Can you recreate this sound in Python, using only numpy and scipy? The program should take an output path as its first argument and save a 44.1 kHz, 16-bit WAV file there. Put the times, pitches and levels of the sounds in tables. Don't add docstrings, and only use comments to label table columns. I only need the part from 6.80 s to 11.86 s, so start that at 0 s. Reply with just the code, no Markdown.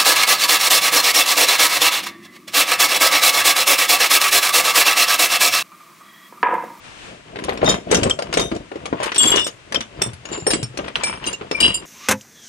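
import sys
import numpy as np
from scipy import signal
from scipy.fft import rfft, irfft
from scipy.io import wavfile
from scipy.ndimage import uniform_filter1d, minimum_filter1d

SR = 44100
rng = np.random.default_rng(int(sys.argv[2]) if len(sys.argv) > 2 else 0)


def store_wav(level_fs):
    pcm = np.round(np.clip(np.atleast_2d(level_fs), -1, 1) * 32767)
    wavfile.write(sys.argv[1], SR, pcm.T.astype(np.int16))


N = 222969


# (time [s], cardboard thud level [dB], thud centre [Hz], clack level [dB], steel tick level [dB])
CONTACTS = [(0.558, -26.5, 372, -29, -38.5), (0.5875, -28, 450, -28.5, -35), (0.6383, -32, 490, -28, -20),
            (0.684, -16, 535, -27.5, -41), (0.692, -23, 450, -21.5, -27), (0.7219, -24.5, 428, -29, -50),
            (0.7735, -30.5, 325, -29.5, -29), (0.816, -23.5, 511, -23.5, -58), (0.8296, -6, 478, -29, -40),
            (0.844, -13, 185.8, -27, -20), (0.8755, -12.5, 590, -16.5, -40.5), (0.8876, -9, 517, -21, -9.5),
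            (0.941, -22.5, 413.7, -20.5, -26), (1.1135, -13, 450, -18, -5),
            (1.1253, -5.5, 501.5, -13.5, -18.5), (1.1453, -15.5, 231, -13.5, -3),
            (1.2113, -33.5, 335.6, -52, -31), (1.2317, -26.5, 497.7, -17, -9.5),
            (1.2573, -13, 432, -33, -46), (1.2965, -20, 553, -23, -10), (1.389, -17.5, 609.6, -25, -21.5),
            (1.4216, -20.5, 562, -28.5, -19.5), (1.5265, -27, 600, -20, -19.5),
            (1.5387, -22.5, 497, -22, -10.5), (1.5714, -8, 500, -15, -9.5), (1.595, -14.5, 477, -23, -10),
            (1.7154, -17, 326, -26, -37), (1.9161, -25.5, 466.4, -35, -43.5), (1.957, -22, 405, -37.5, -40),
            (2.0556, -25, 635, -26, -23), (2.1275, -13, 388, -28.5, -42), (2.2017, -19, 604, -30.5, -32),
            (2.2304, -23, 523, -26, -15.5), (2.2583, -22, 439.4, -26, -21),
            (2.3179, -32, 435.4, -19.5, -24.5), (2.345, -35, 603, -27, -17),
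            (2.3595, -27, 347.7, -19.5, -12.5), (2.379, -21.5, 379.8, -23.5, -14),
            (2.4281, -36.5, 416, -30, -10.5), (2.4524, -17.5, 362.3, -37, -11.5),
            (2.5162, -19, 384.4, -41, -16), (2.5393, -14, 392.3, -19, -38),
            (2.559, -15, 406.4, -34.5, -5.5), (2.5705, -20, 397, -17, -19.5), (2.5938, -30, 390, -27, -18),
            (2.6663, -23, 450, -27, -15.5), (2.922, -28.5, 507, -23, -19.5), (2.944, -20.5, 519, -19, -11),
            (3.0061, -31.5, 274, -23, -17.5), (3.2166, -21, 433, -19, -14), (3.2622, -24.5, 131, -42, -33),
            (3.332, -30.5, 83.7, -40, -30), (3.453, -35.5, 522.5, -33, -24.5),
            (3.5159, -24, 426, -50, -48.5), (3.5294, -28, 604, -30, -21), (3.5765, -23, 344, -41, -32),
            (3.622, -27.5, 132.3, -43, -66), (3.6666, -11.5, 450, -21, -19),
            (3.7039, -21.5, 520, -19.5, -7.5), (3.734, -15.5, 344, -19, -8.5),
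            (3.828, -19, 132.5, -30, -16.5), (3.973, -29, 514, -27.5, -19), (3.9882, -19.5, 461, -27, -42),
            (4.044, -34, 440, -37, -39), (4.0799, -31, 519, -27, -39), (4.156, -31.5, 534, -18, -24),
            (4.2343, -23.5, 631, -24, -9.5), (4.44, -43, 324.3, -31.5, -28), (4.4643, -26, 322.6, -33, -16),
            (4.5279, -28.5, 476, -33, -19.5), (4.6111, -26, 387, -29.5, -65.5),
            (4.7121, -17.5, 466, -22.5, -15), (4.803, -27, 415, -22.5, -12), (4.8505, -24, 250, -38, -40),
            (4.8782, -29.5, 293, -44, -15.5)]
CLACK_HZ, CLACK_OCTAVES_PER_DB = 1907, 0.021


def knocks(contacts):
    out, t = np.zeros((2, N)), np.arange(4096) / SR
    for s, thud_db, thud_hz, clack_db, tick_db in contacts:
        push = 13 * (t == 0) + pair(1.0, size=len(t)) * np.exp(-t / 0.013)
        thud = band(push, thud_hz * 0.81, thud_hz * 1.17, order=1)
        thud = band(thud, 62, 1060)

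        contact = chatter(t, decay=0.0036, bounce=0.46, gap=0.0072)
        contact *= 1 - np.exp(-t / 0.0006)
        force = contact * rng.standard_normal(len(t))
        grit = pair(0.028, size=len(t)) * contact

        clack_hz = CLACK_HZ * 2 ** (CLACK_OCTAVES_PER_DB * (tick_db - thud_db))
        clack_modes = clink(force, t, clack_hz, octaves=2.6, t60=0.015, count=20)
        clack_grit = band(grit, clack_hz * 0.5, clack_hz * 1.82, order=1)
        clack = band(blend(clack_modes, clack_grit, grit_db=2.5), 610, 3700, order=3)

        tick_modes = clink(force, t, 6500, octaves=0.95, t60=0.032, count=12)
        tick_grit = band(grit, 3360, 7440)
        tick = band(blend(tick_modes, tick_grit, grit_db=-4.5), 2600, 0.48 * SR)

        sound = at_level(thud, thud_db - 0.5) + at_level(clack, clack_db - 0.3)
        add(out, s, sound + at_level(tick, tick_db - 10))
    return out


def chatter(t, decay, bounce, gap):
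    power = np.exp(-t / decay) ** 2
    for k, delay in enumerate(np.cumsum(gap * rng.uniform(0.29, 1.3, 3))):
        rebound = bounce ** (k + 1) * (t >= delay) * np.exp(-abs(t - delay) / decay)
        power += rebound ** 2
    return np.sqrt(power)


def clink(force, t, centre_hz, octaves, t60, count=14):
    places = np.linspace(-1, 1, count) + rng.uniform(-0.89, 1, count) / count
    hz = np.clip(centre_hz * 2 ** (octaves * places), 100, 0.45 * SR)
    fading = np.log(1000) / (t60 * rng.uniform(0.18, 1.7, count))
    size = np.hanning(count + 4)[2:-2] * amp(6.2 * rng.standard_normal((2, count)))
    phase = 2 * np.pi * rng.random(count) + rng.standard_normal((2, count))
    decaying = np.exp(np.outer(2j * np.pi * hz - fading, t))
    modes = ((size * np.exp(1j * phase)) @ decaying).real
    return signal.fftconvolve(modes, force[None], axes=1)[:, :len(t)]


def blend(modes, grit, grit_db):
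    return at_level(modes, 0) + at_level(grit, grit_db)


TOOL_MODES = { "pliers": [(3176, -2.5), (3690, 4), (4632, -24), (5281, -6), (6100, 1), (6975, 1.5),
              (7994, -11.5), (10414, -8), (11488, -16)], "chisel": [(2896, 5), (3356, 10), (3916, -5),
              (4600, -9.5), (7560, 9), (9886, -10), (11154, -14), (13539, -13)], "punch": [(2900, -0.5),
              (3545, 5.5), (5300, -2.5), (5645, -1), (7055, -11), (7628, -14), (8200, 0), (9946, -20),
              (12783, -37), (14134, -14)], "handle": [(1500, -1), (2350, -32), (2780, 12), (3150, 18),
              (3520, 7)], "bit": [(2783, -3), (3908, -9), (4522, -15), (7162, 0), (7267, -5)],
              "file": [(2350, 4), (5392, 4), (8725, -2.5), (10935, -33), (13100, -32), (14020, -37.5)],
              "wrench": [(2810, 12), (2920, 8.5), (3243, 6.5), (3908, 2.5), (4845, 2), (7330, -1.5),
              (8810, -2.5), (9860, -19), (11600, -54), (14100, -19)], }
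# (time [s], tool, level [dB], tilt about 5 kHz [dB per octave], t60 at 5 kHz [s])
RINGING_BLOWS = [(0.857, "pliers", -32.5, -4, 0.38), (0.887, "pliers", -26.5, -6, 0.19),
                 (1.11, "pliers", -29.5, 7, 0.17), (1.143, "pliers", -24.5, 6, 0.11),
                 (1.234, "handle", -28, 6, 0.014), (1.309, "handle", -27.5, 6, 0.033),
                 (1.57, "pliers", -31, -7, .35), (1.605, "pliers", -32, 4.5, 0.27),
                 (2.38, "punch", -19.5, 17, 0.037), (2.38, "chisel", -26.5, 4.5, 0.9),
                 (2.471, "chisel", -25, 8.5, 0.3), (2.516, "chisel", -26, 2.5, 0.21),
                 (2.57, "handle", -35.5, 4, 0.19), (2.569, "punch", -30.5, -4, 0.43),
                 (2.641, "punch", -34, 6, 0.35), (2.665, "punch", -29, -5, 0.088),
                 (2.957, "handle", -32, 0.5, .035), (3.219, "punch", -15.5, 6, 0.032),
                 (3.233, "punch", -32, 6, 0.15), (3.454, "file", -38, -0.5, 0.052),
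                 (3.515, "bit", -31.5, 5, 0.47), (3.665, "file", -29.5, 18, 0.15),
                 (3.704, "file", -27, 9, 0.15), (3.707, "bit", -38, 2.5, 0.29),
                 (3.705, "wrench", -40, 5.5, 0.33), (3.834, "file", -34.5, 5, 0.093),
                 (4.083, "file", -35.5, -3, 0.038), (4.156, "handle", -26.5, -3.5, 0.009),
                 (4.236, "file", -26.5, 4, 0.3), (4.44, "handle", -40.5, -2, 0.035),
                 (4.469, "wrench", -30.5, 9.5, 0.11), (4.53, "bit", -25, -10, 0.068),
                 (4.723, "file", -36.5, 5, 0.17), (4.745, "file", -35.5, -9, 0.18),
                 (4.802, "wrench", -18, 10, 0.086), (4.802, "file", -33, 2, 0.26),
                 (4.825, "wrench", -27.5, 0, 0.26), (4.94, "wrench", -31.5, 11.5, 0.13)]


def rings(uneven_db=4.0, damping=0.043, rattle=0.32):
    out, t = np.zeros((2, N)), np.arange(SR * 2 // 5) / SR
    for s, tool, db, tilt_db, t60 in RINGING_BLOWS:
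        hz, mode_db = np.transpose(TOOL_MODES[tool])
        scatter_db = uneven_db * rng.standard_normal((2, len(hz)))
        size = np.sqrt(2) * amp(db + mode_db + tilt_db * np.log2(hz / 5000) + scatter_db)
        apart = np.pi / 2 * rng.uniform(-1.56, 1, len(hz))
        phase = 2 * np.pi * rng.random(len(hz)) + np.array([apart, -apart]) * 0.73
        fading = np.log(1000) / t60 * (hz / 5000) ** damping
        modes = np.exp(np.outer(2j * np.pi * hz - fading, t))
        modes = modes * (1 + rattle * jostle(count=len(hz), size=len(t), rate_hz=57))

        later = [row[0] - s for row in RINGING_BLOWS if row[1] == tool and row[0] > s]
        next_blow = min(later + [1])
        alive = 1 - np.exp(-t / min(0.002, t60 / 40))
        alive *= np.exp(-np.maximum(t - next_blow, 0) / 0.0022)
        add(out, s, ((size * np.exp(1j * phase)) @ modes).real * alive)
    return out


def jostle(count, size, rate_hz):
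    white = rng.standard_normal((count, size)) + 1j * rng.standard_normal((count, size))
    slow = signal.sosfilt(signal.butter(2, rate_hz, fs=SR, output="sos"), white)
    return unit(slow)


# (time [s], length [s], cardboard rumble level [dB], steel scrape level [dB])
HAND_SHOVES = [(0.303, .04, -39.5, -61), (0.499, .05, -42.5, -48.5), (0.638, 0.12, -31.5, -40),
               (0.856, .07, -20.5, -28.5), (1.123, .15, -21, -31.5), (1.462, 0.054, -35, -39),
               (1.594, 0.037, -25, -32), (1.741, 0.03, -28.5, -38.5), (1.985, 0.14, -38, -43.5),
               (2.234, .05, -39.5, -25.5), (2.403, .18, -28, -25), (2.979, 0.015, -30.5, -41.5),
               (3.087, .06, -51.5, -52), (3.2, .06, -33.5, -37), (3.529, 0.017, -33, -32.5),
               (3.726, .03, -26.5, -39.5), (3.998, 0.083, -32.5, -37.5), (4.201, 0.14, -34.5, -31.5),
               (4.452, 0.039, -33.5, -31.5), (4.631, 0.018, -35.5, -41.5), (4.817, 0.07, -28.5, -25.5),
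               (4.96, .09, -38, -44.5)]
START_DB_PER_S, SETTLE_DB_PER_S = 207, 202


def shoving():
    t = np.arange(0, N, 64) / SR
    levels = np.full((2, len(t)), -120.)
    for s, length, rumble_db, scrape_db in HAND_SHOVES:
        before = np.maximum(s - t, 0)
        after = np.maximum(t - s - length, 0)
        drop_db = START_DB_PER_S * before + SETTLE_DB_PER_S * after
        levels = np.maximum(levels, np.array([[rumble_db], [scrape_db]]) - drop_db)
    return np.array([np.interp(np.arange(N) / SR, t, level) for level in levels])


TUMBLE_THUD_DB, TUMBLE_CLACK_DB, TUMBLE_TICK_DB, TUMBLE_SPREAD_DB = -4, -1.5, 3.5, 3


def tumbles(shove, count=40, thud_hz=400, spread_octaves=0.38):
    work = np.cumsum(amp(shove.mean(axis=0)))
    at = np.searchsorted(work, work[-1] * (np.arange(count) + rng.random(count)) / count)
    scatter = rng.standard_normal((4, count))
    rumble_db, scrape_db = shove[:, at]
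    thud_db = rumble_db + TUMBLE_THUD_DB + TUMBLE_SPREAD_DB * scatter[1]
    clack_db = scrape_db + TUMBLE_CLACK_DB + TUMBLE_SPREAD_DB * scatter[2]
    tick_db = scrape_db + TUMBLE_TICK_DB + TUMBLE_SPREAD_DB * scatter[3]
    pitch_hz = thud_hz * 2 ** (spread_octaves * scatter[0])
    return np.transpose([at / SR, thud_db, pitch_hz, clack_db, tick_db])


# (frequency [Hz], relative density [dB per Hz])
RUMBLE_COLOUR = [(20, -28), (45, 5.5), (110, 3), (190, 5.5), (300, 4.5), (480, 3.5), (700, 4), (1000, -38),
                 (2000, -54)]
# (frequency [Hz], relative density [dB per Hz])
SCRAPE_COLOUR = [(500, -43), (900, 14.5), (1600, 5.5), (3000, 6), (4500, -11), (8000, -46), (10000, -38.5),
                 (12000, -57), (16000, -37)]


def sliding(shove):
    rumble_slips = grains(per_s=220, spread_db=3.5, decay=0.014)
    rumble = coloured(pair(0.98, size=N) * rumble_slips, RUMBLE_COLOUR)
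    scrape_slips = grains(per_s=350, spread_db=3.5, decay=0.0045)
    scrape = coloured(pair(0.017, size=N) * scrape_slips, SCRAPE_COLOUR)
    steel = amp(1) * scrape + amp(-11) * jingle()
    return rumble * amp(shove[0] + 2.5) + steel * amp(shove[1])


def grains(per_s, spread_db, decay):
    sizes = amp(spread_db * np.minimum(rng.exponential(1, N), 3.5))
    slips = (rng.random(N) < per_s / SR) * sizes ** 2
    return np.sqrt(signal.lfilter([1], [1, -np.exp(-2 / (decay * SR))], slips))


def jingle(count=18):
    out, t = np.zeros((2, N)), np.arange(2048) / SR
    for _ in range(count):
        touches = (rng.random(N) < 36 / SR) * rng.random(N)
        piece = unit(clink(np.ones(1), t, 3300, octaves=1.5, t60=0.09, count=7))
        out += signal.oaconvolve(touches[None], piece, axes=1)[:, :N]
    return unit(out)


# (time [s], level [dB])
ARM_BRUSH = [(0, -45), (.05, -37), (.15, -38), (.27, -35), (.33, -39), (.42, -44.5)]
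# (frequency [Hz], relative density [dB per Hz])
ARM_BRUSH_COLOUR = [(700, 3), (1500, 3.5), (2800, 3.5), (4500, -5.5), (8500, -10), (11000, -21.5),
                    (15000, -34)]


def brushing():
    return coloured(pair(0.043, size=N), ARM_BRUSH_COLOUR) * amp(curve(ARM_BRUSH))


# (frequency [Hz], level against the direct sound [dB], t60 [s])
BOX_AND_ROOM = [(60, -10.5, 0.97), (185, 0.5, 0.27), (450, -29.5, 0.74), (857, 12, 0.03),
                (1850, -5.5, 0.18), (4830, 3, 0.058), (12000, -16, 0.32)]


def echo(x, onset=0.018):
    hz, t, z = signal.stft(rng.standard_normal((2, SR // 2)), SR, nperseg=256)
    alike = 1 / (1 + (hz / 500) ** 4)
    z[1] = alike[:, None] * z[0] + np.sqrt(1 - alike ** 2)[:, None] * z[1]
    t60 = read(BOX_AND_ROOM, hz, axis=2)[:, None]
    level_db = read(BOX_AND_ROOM, hz)[:, None] - 60 * t / t60
    z *= amp(level_db) * np.sqrt(np.log(10 ** 6) / (t60 * SR))
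    tail = signal.istft(z, SR, nperseg=256)[1]
    tail *= 1 - np.exp(-np.arange(tail.shape[1]) / (onset * SR))
    return signal.fftconvolve(x, tail, axes=1)[:, :N]


# (frequency [Hz], relative density [dB per Hz])
AIR_COLOUR = [(20, -26), (55, 3), (120, 9), (250, -1.5), (450, -16), (900, -20), (3000, -31), (8000, -42),
              (11000, -47), (16000, -63)]


def still_air(level_db=-53):
    return amp(level_db) * coloured(pair(0.9, size=N), AIR_COLOUR)


def amp(db):
    return 10 ** (np.asarray(db) / 20)


def unit(x):
    return x / np.sqrt(np.mean(x ** 2) + 1e-20)


def at_level(x, db):
    return amp(db) * x / np.sqrt(np.mean(x[:, :SR * 14 // 1000] ** 2))


def read(points, hz, axis=1):
    table = np.transpose(points)
    return np.interp(np.log(hz + 1), np.log(table[0] + 1), table[axis])


def curve(rows, axis=1):
    table = np.transpose(rows)
    return np.interp(np.arange(N) / SR, table[0], table[axis])


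def add(mix, s, sound):
    part = mix[:, max(round(s * SR), 0):][:, :sound.shape[1]]
    part += sound[:, :part.shape[1]]


def band(x, lo_hz, hi_hz, order=2):
    return signal.sosfilt(signal.butter(order, [lo_hz, hi_hz], "band", fs=SR, output="sos"), x)


def coloured(x, spectrum):
    gain = amp(read(spectrum, np.fft.rfftfreq(N, 1 / SR)))
    return unit(irfft(rfft(x) * gain, N))


def pair(likeness, size):
    shared, *own = rng.standard_normal((3, size))
    return np.sqrt(likeness) * shared + np.sqrt(1 - likeness) * np.array(own)


LEAD = 20


def scene():
    shove = shoving()
    hits = knocks(CONTACTS) + knocks(tumbles(shove))
    ringing = rings()
    rubbing = sliding(shove) + brushing()
    near = hits + echo(hits + amp(-8.5) * ringing) + rubbing
    near[1] = np.pad(near[1], (LEAD, 0))[:N]
    return near + ringing + still_air()


def limit(x, ceiling=0.92, size=220):
    room = np.minimum(1, ceiling / (abs(x).max(axis=0) + 1e-9))
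    return x * uniform_filter1d(minimum_filter1d(room, size), size)


# (frequency [Hz], left minus right [dB])
LEFT_MINUS_RIGHT = [(60, 5), (200, 2), (450, 1.3), (1200, 7), (3300, 4.5), (5500, 2), (8500, -3),
                    (14000, -0.5)]
# (frequency [Hz], gain [dB])
TREBLE_RESPONSE = [(10000, -2.5), (14300, -16.5), (16000, -13)]
EDGE_HZ = 16300


def record(dry):
    hz = np.fft.rfftfreq(N, 1 / SR)
    side_db = read(LEFT_MINUS_RIGHT, hz) / 2
    gains = amp([side_db, -side_db])
    gains = gains / np.sqrt(np.mean(gains ** 2, axis=0))
    heard = irfft(rfft(dry) * amp(read(TREBLE_RESPONSE, hz)) * gains, N)
    low_pass = signal.firwin(511, EDGE_HZ, window=("kaiser", 9), fs=SR)
    return signal.oaconvolve(limit(heard), low_pass[None], "same")


dry = scene()
out = record(dry)
store_wav(out)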